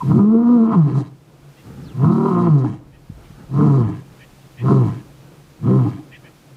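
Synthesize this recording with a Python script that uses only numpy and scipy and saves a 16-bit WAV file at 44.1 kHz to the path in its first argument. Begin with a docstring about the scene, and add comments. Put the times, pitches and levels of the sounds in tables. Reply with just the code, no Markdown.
"""In open grassland a lying lion gives two long moans and three shorter grunts.
The voice is a source and a filter: heavy vocal folds swing cleanly or break into a rasp,
and their closures excite the resonances of a long throat and a half-open mouth.
Between calls the lion draws air and shifts its weight with soft thuds.
Birds squawk and whistle far off, over the murmur, hiss and rumble of a light breeze."""
import sys
import numpy as np
from scipy import signal
from scipy.fft import rfft, irfft
from scipy.io import wavfile

SR = 44100
rng = np.random.default_rng(int(sys.argv[2]) if len(sys.argv) > 2 else 0)


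def inscribe(sig):
    """Save sig as 16-bit PCM at rate SR to the path in sys.argv[1].

    A 1-D sig is mono; a 2-D sig holds one channel per row.
    Samples are clipped to [-1, 1] before scaling.
    """
    pcm = np.round(np.clip(np.atleast_2d(sig).T, -1, 1) * 32767)
    wavfile.write(sys.argv[1], SR, pcm.astype(np.int16))


N = 289296
TIME = np.arange(N) / SR
HELD_HZ = 134.4  # pitch at the end of a grunt's hold

# Gain laws of the voice's layers. Each gives: level in dB at full effort, dB per dB of effort,
# then dB added per unit of mouth opening (squared for the swing), of roughness and of throb depth.
SWING_GAIN = (-9.5, 1, -5.5, -2, -0.5)
THROAT_GAIN = (-27.5, 1.04, 0, 6.5, 5.5)
MOUTH_GAIN = (-37.5, 1, 15.5, 2.5, 0.5)
RASP_GAIN = (-59.5, 0.54, 10, 9.5, 0)
HISS_GAIN = (-62.5, 0.4, 4, 4.5, 2)
def lion():
    """Source and filter: the folds' swing is the fundamental; closures and air excite the tract."""
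    (hz, effort_db, opening, rough, depth, cycles_per_throb), gate, spent = bout()

    def gain(law, openness=opening, full_effort_db=-10):
        full_db, slope, open_db, rough_db, throb_db = law
        driven_db = full_db + slope * (effort_db - full_effort_db)
        return undb(driven_db + open_db * openness + rough_db * rough + throb_db * depth)

    # slack, slow folds leak more air, and more escapes as a call runs out
    leak = undb(5.5 * np.log2(HELD_HZ / hz) + 4 * spent)
    hz = hz * (1 + (.009 + .07 * rough ** 2) * walk(45))  # pitch jitter
    cycles = np.cumsum(hz) / SR
    throb_phase = 2 * np.pi * np.cumsum(hz / cycles_per_throb) / SR
    swing = fold_swing(2 * np.pi * cycles, throb_phase, depth, rough)
    # even closures give clean overtones; ragged ones, each with a puff of air, give the rasp
    even = closures(cycles, scatter_db=1, slip_s=.00005)
    even = steady(even * (1 + .45 * depth * np.cos(throb_phase)), .06)
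    puff = unit(np.exp(-(cycles % 1) / .3))
    ragged = steady(closures(cycles, scatter_db=6.5, slip_s=.0005) + puff * noise(), .013)
    voice = gain(SWING_GAIN, opening ** 2) * swing  # gives way when the mouth is wide open
    voice += gain(RASP_GAIN) * leak * rasp(even, ragged, puff, rough)
    voice += gain(HISS_GAIN) * leak * muzzle_hiss(puff)
    voice += gain(THROAT_GAIN) * throat(even, ragged, rough)
    voice += gain(MOUTH_GAIN) * mouth(even, ragged, rough, opening)
    return voice * gate


def fold_swing(phase, throb_phase, depth, rough):
    """Modulation: the throb adds a sideband on each side of the fundamental, the upper one stronger."""
    swing = np.sin(phase) * (1 + 3.38 * rough ** 2 * walk(51)) + .2 * np.sin(2 * phase)
    sidebands = .72 * np.sin(phase + throb_phase) + .45 * np.sin(phase - throb_phase)
    return steady(band(swing + depth * sidebands, 113.9, 281.4, order=5), .026)


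def closures(cycles, scatter_db, slip_s):
    """Shimmer and jitter: one pulse a cycle, each with its own size and a little early or late."""
    crossings = np.flatnonzero(np.diff(np.floor(cycles)) > 0)
    chance = rng.standard_normal((len(crossings), 2))
    size = undb(scatter_db * chance[:, 0])
    on_time = np.interp(np.floor(cycles[crossings + 1]), cycles, np.arange(N))
    place = on_time + slip_s * SR * chance[:, 1]
    sample, part = np.clip(place.astype(int), 0, N - 2), place % 1
    return unit(np.bincount(sample, size * (1 - part), N) + np.bincount(sample + 1, size * part, N))


# Throat resonances. Each row: frequency in Hz, bandwidth in Hz, relative gain in dB.
THROAT_MODES = [(262, 38, -23), (314, 27, 26), (378, 9.4, 4), (448, 19, -0.5), (454, 140, -18.5)]
def throat(even, ragged, rough, flutter_db=3):
    """Resonance: the long throat rings at low formants, wavering in level."""
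    source = np.sqrt(1 - rough ** 2) * even + 1.2 * rough * ragged
    formants = band(ring(source, THROAT_MODES), 287.8, 498, order=5)
    return steady(formants, .022) * undb(flutter_db * walk(20))


# Mouth resonances. Each row: frequency in Hz, bandwidth in Hz, relative gain in dB.
MOUTH_MODES = [(550, 27, -21.5), (700.3, 23.3, 5.5), (770, 53, -4), (865, 61, -1), (980, 46, 3),
               (1038.3, 67, 10), (1217, 35, 5.5), (1281, 40, 3.5), (1367, 68, -2)]
def mouth(even, ragged, rough, opening):
    """Formant filtering: an open jaw favours the upper resonances of the mouth."""
    # high overtones break up sooner than low ones
    hoarse = np.sqrt(1 - rough) * even + 1.8 * rough ** .75 * ragged
    jaw_db = -5 + 7 * opening
    formants = ring(hoarse, MOUTH_MODES[:4]) + undb(jaw_db) * ring(hoarse, MOUTH_MODES[4:])
    return steady(band(formants, 589, 1320, order=6), .16)


# High resonances of the voice. 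Each row: frequency in Hz, bandwidth in Hz, relative gain in dB.
RASP_MODES = [(1690, 94, 1), (1887, 150, -2), (2200, 190, -6), (2640, 200, -9), (2930, 96, -9.5),
              (3160, 110, -5)]
def rasp(even, ragged, puff, rough):
    """Aperiodic excitation: as roughness grows, ragged closures and breath drive the high formants."""
    breath = (1 + .35 * puff) * noise()
    source = (1 - rough) * even + 1.5 * rough * ragged + rough * breath
    return steady(band(ring(source, RASP_MODES), 1300, 3100, order=4), .45)


# Muzzle resonances. Each row: frequency in Hz, bandwidth in Hz, relative gain in dB.
MUZZLE_MODES = [(3940, 180, 8.5), (4360, 780, 1.5), (5260, 3800, -8), (6000, 1900, -9), (8300, 2000, -23.5)]
def muzzle_hiss(puff, flicker_db=2.3):
    """Turbulence: pulsing air excites muzzle resonances, each of which comes and goes by itself."""
    air = noise() * (1 + .5 * puff)
    hiss = sum(ring(air, [mode]) * undb(3 * walk(4)) for mode in MUZZLE_MODES)
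    return unit(band(hiss, 3700, 11000, order=3)) * undb(flicker_db * walk(16))


# Fold vibration in the moans. Each row: time in seconds, pitch in Hz.
MOAN_PITCH = [(.08, 137.1), (.18, 190), (.3, 220), (.4, 234.2), (.52, 243.9), (.64, 220.5), (.735, 234),
              (.765, 174.5), (.9, 123.3), (.97, 140.9), (1.05, 101.7), (1.99, 120.7), (2.05, 158.2),
              (2.12, 185.1), (2.2, 192.1), (2.29, 193.5), (2.34, 176.6), (2.45, 176.8), (2.5, 155.3),
              (2.67, 113), (2.81, 100.2)]
# Effort and jaw, one list a moan. Each row: time in seconds, effort in dB, mouth opening from 0 to 1.
MOAN_EFFORT = [
    [(.025, -24.5, 0), (.1, -10, 0.05), (.21, -9, 0.2), (.27, -11.5, 0), (.35, -11, .25), (.42, -13, 0.36),
     (.48, -9.5, 0.34), (.62, -10, 0.28), (.68, -15.5, 0.69), (.75, -11.5, 0.95), (.78, -8.5, .15),
     (.84, -11.5, 0), (.92, -20.5, 0.27), (.98, -10.5, 0.24), (1.09, -49, 1)],
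    [(1.94, -29.5, 0.12), (2.045, -7.5, 0.29), (2.2, -13.5, .62), (2.26, -12, 0.86), (2.39, -11.5, 0.83),
     (2.49, -11, 0.57), (2.54, -9, 0), (2.65, -17.5, 0.33), (2.74, -27, 0.34), (2.81, -48, 0.16)],
]
# The folds start ragged, clear and break again. Each row: time in seconds, roughness from 0 to 1.
MOAN_ROUGHNESS = [(.03, .6), (.19, .45), (.25, .16), (.42, .17), (.5, .25), (.63, .17), (.73, .65),
                  (.78, .12), (.84, .12), (.89, .7), (.97, .35), (2.04, .48), (2.15, .25), (2.35, .27),
                  (2.47, .48), (2.51, .1), (2.6, .12), (2.66, .55)]
# Throbs in the second moan. Each row: start in seconds, length in seconds, modulation depth,
# fold cycles per throb.
MOAN_THROBS = [(2.07, .26, 1.8, 5), (2.32, .18, 1, 3)]
def moans():
    """Subharmonic locking: the moans' controls glide, and a slower throb briefly locks to the folds."""
    depth, cycles_per_throb = np.zeros(N), np.ones(N)
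    for start, length, peak_depth, count in MOAN_THROBS:
        depth = np.maximum(depth, peak_depth * np.abs(swell(start, length)) ** .5)
        cycles_per_throb[TIME > start] = count
    glides = curves(MOAN_PITCH) + curves(np.vstack(MOAN_EFFORT)) + curves(MOAN_ROUGHNESS)
    return np.array(glides + [depth, cycles_per_throb])


def grunt(start, rise_s, hold_s, fade_s, peak_db, peak_hz, peak_opening):
    """Period doubling follows the peak of a push whose controls rise, hold and slacken."""
    sag_s, slack_hz = .11, 98.7
    peak = start + rise_s
    slack = peak + hold_s
    stages = [start, peak, slack, slack + sag_s]
    hz = np.interp(TIME, stages, [.85 * peak_hz, peak_hz, HELD_HZ, slack_hz])
    rise_left = np.clip((peak - TIME) / rise_s, 0, 1)
    faded = np.clip((TIME - slack) / fade_s, 0, 1)
    effort_db = peak_db - 29 * (rise_left ** 2.15 + faded ** 1.54)
    opening = np.interp(TIME, stages, [0, peak_opening, .28, .39])
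    # the folds are ragged at both ends and clearest late in the hold
    rough = np.interp(TIME, [start, peak, slack, slack + fade_s], [.55, .52, .27, .85])
    depth = 1.4 * np.exp(-((TIME - peak - .03) / .041) ** 2)
    cycles_per_throb = np.full(N, 2)
    return np.array([hz, effort_db, opening, rough, depth, cycles_per_throb])


# The grunts. Each row: start, rise, hold and fade in seconds, then at the peak the effort in dB,
# pitch in Hz and mouth opening from 0 to 1.
GRUNTS = [(3.488, 0.12, .15, .255, -10, 150.3, 0.46), (4.588, 0.11, .075, .245, -9.5, 136, 0.58),
          (5.6, .1, .075, 0.23, -10.5, 126.8, 0.21)]
def bout():
    """Phonation in five breaths: the controls, a gate open in each call, and its progress (0 to 1)."""
    controls = moans()
    spans = [(moan[0][0], moan[-1][0]) for moan in MOAN_EFFORT]
    for start, rise_s, hold_s, fade_s, *at_peak in GRUNTS:
        mid_pause = (spans[-1][1] + start) / 2
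        controls = np.where(TIME > mid_pause, grunt(start, rise_s, hold_s, fade_s, *at_peak), controls)
        spans.append((start, start + rise_s + hold_s + fade_s))
    spent = np.interp(TIME, np.ravel(spans), [0, 1] * len(spans))
    return controls, sounding(spans, fade_s=.017), spent


# The folds catch and slap shut. Each row: time in seconds, peak level in dB.
FOLD_CATCHES = [(.116, -17.5), (.192, -19), (2.044, -13), (2.645, -21), (3.562, -24), (3.609, -15),
                (4.683, -16), (4.707, -14), (5.674, -23)]
def catches():
    """Impulse response: a single hard closure makes the mouth crack."""
    slaps = np.zeros(N)
    for start, db in FOLD_CATCHES:
        slaps[int(start * SR)] += undb(db)
    crack = band(ring(signal.unit_impulse(SR // 10), MOUTH_MODES), 600, 1400, order=5)
    return signal.fftconvolve(slaps, crack / np.abs(crack).max())[:N]


# Hollow vowels as the calls die. 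Each row: start in seconds, peak level of the lower tone in dB.
THROAT_RELEASES = [(0.864, -24), (0.979, -23), (2.628, -16.5), (2.709, -29), (3.868, -21.5), (4.846, -22.5),
                   (5.84, -16.5), (5.965, -29.5)]
def releases(length_s=.0579, from_hz=268, to_hz=321):
    """Formant glide: as the throat relaxes, its lowest resonance and a weak, breathy upper one rise."""
    out = np.zeros(N)
    for start, db in THROAT_RELEASES:
        out += glide(start, length_s, from_hz, to_hz, db, waver=.0414)
        out += glide(start, length_s, 2.5 * from_hz, 2.8 * to_hz, db - 16, waver=.1)
    return out


# Breaths drawn before a call. Each row: start and length in seconds, chest and muzzle levels in dB.
INHALATIONS = [(1.646, 0.28, -35.5, -53.5), (3.173, 0.24, -56, -61), (3.382, 0.073, -40, -55)]
def inhalations():
    """Turbulent inflow: air flutters low in the chest and rushes through the muzzle's resonances."""
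    chest_spectrum = [(25, -13), (70, .5), (140, 7), (300, -3), (500, -10.5), (1000, -59)]
    chest = steady(colour(noise(), chest_spectrum), .45)
    rush = ring(noise(), [(825, 96, 31), (1250, 230, 27.5), (1900, 500, -8)])
    muzzle = unit(band(rush, 500, 2100)) * undb(2 * walk(30))
    out = np.zeros(N)
    for start, length, chest_db, muzzle_db in INHALATIONS:
        gate = sounding([(start, start + length)], fade_s=.01)
        out += (undb(chest_db) * chest + undb(muzzle_db) * muzzle) * gate
    return out


# The lion shifts its weight. Each row: centre in seconds, envelope peak in dB, frequency in Hz.
BODY_THUDS = [(3.102, -18, 123), (3.122, -28, 70), (3.306, -25.5, 114)]
def thuds():
    """Pressure transients: each soft thud is about one cycle of a low tone."""
    return sum(undb(db) * np.exp(-((TIME - at) * hz / .3) ** 2) * np.sin(2 * np.pi * hz * (TIME - at))
               for at, db, hz in BODY_THUDS)


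# Distant squawks. Each row: start in seconds, then the third harmonic's peak level in dB
# and centre frequency in Hz.
BIRD_SQUAWKS = [(1.557, -55, 2020), (2.915, -57.5, 1865), (3.226, -59, 2200), (4.19, -47, 1806),
                (4.567, -43.5, 1878), (6.11, -42.5, 1876), (6.228, -48.5, 1765)]
# A falling whistle: start and length in seconds, first and last frequency in Hz.
BIRD_WHISTLE = (1.815, .145, 6500, 1950)
def birds(squawk_s=.07):
    """Frequency modulation: harsh squawks on harmonics three to five, a whistle and a short close pip."""
    out = np.zeros(N)
    for start, db, third_hz in BIRD_SQUAWKS:
        for harmonic, tilt_db in ((3, 0), (4, -1), (5, -6)):
            hz = third_hz * harmonic / 3
            out += glide(start, squawk_s, .96 * hz, 1.04 * hz, db + tilt_db, waver=.05)
    whistle = glide(*BIRD_WHISTLE, db=-53, waver=.047)
    pip = glide(start_s=.003, length_s=.028, from_hz=1080, to_hz=960, db=-20, waver=.06)
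    return out + whistle + pip


def scatter(x, wet_db, t60_s):
    """Scattering: the ground and far bushes return a faint, dull tail that decays exponentially."""
    tail = band(noise(), 150, 1200) * undb(-60 * TIME / t60_s) * np.clip(TIME / .011, 0, 1)
    return undb(wet_db) * signal.fftconvolve(x, tail / np.sqrt(np.sum(tail ** 2)))[:N]


# Spectrum of the air over the field. Each row: frequency in Hz, relative spectral density in dB.
AIR_SPECTRUM = [(12, -48), (20, -23.5), (74, -35.5), (137, 4.5), (175, -8.5), (238, -13), (289, -10.5),
                (342, -10), (382, -16.5), (478, -15), (597, -18.5), (1340, -25.5), (1820, -31),
                (2270, -31.5), (15500, -44.5)]
# Background levels: the low rumble wanders, and the hiss dips after loud calls and recovers.
# Each row: time in seconds, rumble level in dB, treble gain in dB.
BACKGROUND_LEVELS = [(.08, -48, 7.5), (.3, -54, -4.5), (.9, -54, -6), (1.35, -61, -1.5), (1.65, -60.5, 4.5),
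                     (2.3, -59.5, 2), (2.65, -54.5, -8.5), (3.3, -48.5, 3.5), (3.85, -55, -1.5),
                     (4.2, -56, 4), (5.9, -55.5, 2), (6.55, -63, 2.5)]
def background():
    """Broadband flow noise: a distant murmur of wind, hiss in the grass and a wandering low rumble."""
    rumble_db, treble_db = curves(BACKGROUND_LEVELS)
    air = undb(-44.5) * colour(noise(), AIR_SPECTRUM)
    low = signal.sosfiltfilt(signal.butter(2, 1500, fs=SR, output="sos"), air)
    rumble = unit(band(noise(), 26, 89)) * undb(rumble_db + 2.5 * walk(4.9))
    murmur = low * undb(-2.5 + .33 * treble_db + 1.8 * walk(4.9))
    hiss = (air - low) * undb(treble_db)
    return murmur + hiss + rumble


def undb(db):
    """Decibels to amplitude ratio."""
    return 10 ** (np.asarray(db) / 20)


def unit(x):
    """Normalisation to rms 1."""
    return x / np.sqrt(np.mean(x ** 2))


def steady(x, span_s):
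    """Gain control: hold the short-term rms at 1."""
    window = np.hanning(int(span_s * SR))
    return x / np.sqrt(signal.fftconvolve(x ** 2, window, "same") / window.sum() + 1e-9)


def curves(table):
    """Linear interpolation of a table's columns in time."""
    times, *columns = np.transpose(table)
    return [np.interp(TIME, times, column) for column in columns]


def sounding(spans, fade_s):
    """Gating: 1 within each (start, end) span, fading to 0 outside."""
    return sum(np.clip(np.minimum(TIME - start, end - TIME) / fade_s + .5, 0, 1) for start, end in spans)


def swell(start_s, length_s):
    """A half-sine envelope."""
    return np.sin(np.pi * np.clip((TIME - start_s) / length_s, 0, 1))


def glide(start_s, length_s, from_hz, to_hz, db, waver):
    """An exponential sweep: one note with a slightly unsteady pitch."""
    hz = from_hz * (to_hz / from_hz) ** np.clip((TIME - start_s) / length_s, 0, 1)
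    phase = 2 * np.pi * np.cumsum(hz * (1 + waver * walk(200))) / SR
    return undb(db) * swell(start_s, length_s) * np.sin(phase)


def noise():
    """White noise."""
    return rng.standard_normal(N)


def walk(rate_hz):
    """Random fluctuation: low-passed noise of rms 1."""
    return unit(signal.sosfilt(signal.butter(2, rate_hz, fs=SR, output="sos"), noise()))


def band(x, lo_hz, hi_hz, order=2):
    """Band-pass filtering."""
    return signal.sosfilt(signal.butter(order, [lo_hz, hi_hz], "band", fs=SR, output="sos"), x)


def colour(x, points):
    """Spectral shaping by (Hz, dB) points, scaled to rms 1."""
    hz, db = np.transpose(points)
    bin_hz = np.maximum(np.fft.rfftfreq(N, 1 / SR), 1)
    return unit(irfft(rfft(x) * undb(np.interp(np.log(bin_hz), np.log(hz), db)), N))


def ring(x, modes):
    """Parallel resonators, each given as (Hz, bandwidth in Hz, dB)."""
    return sum(undb(db) * signal.lfilter(*signal.iirpeak(hz, hz / width, fs=SR), x)
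               for hz, width, db in modes)


def scene():
    """Superposition: the calls, their tail, breaths, thuds and background add in one channel."""
    calls = lion() + catches() + releases() + birds()
    tail = scatter(calls, wet_db=-25, t60_s=.55)
    return (calls + tail + inhalations() + thuds() + background())[None]


def record(dry, top_hz=15550):
    """Band limiting: a steep low-pass filter cuts the highest treble."""
    return signal.sosfilt(signal.ellip(12, .2, 80, top_hz, fs=SR, output="sos"), dry)


dry = scene()
out = record(dry)
inscribe(out)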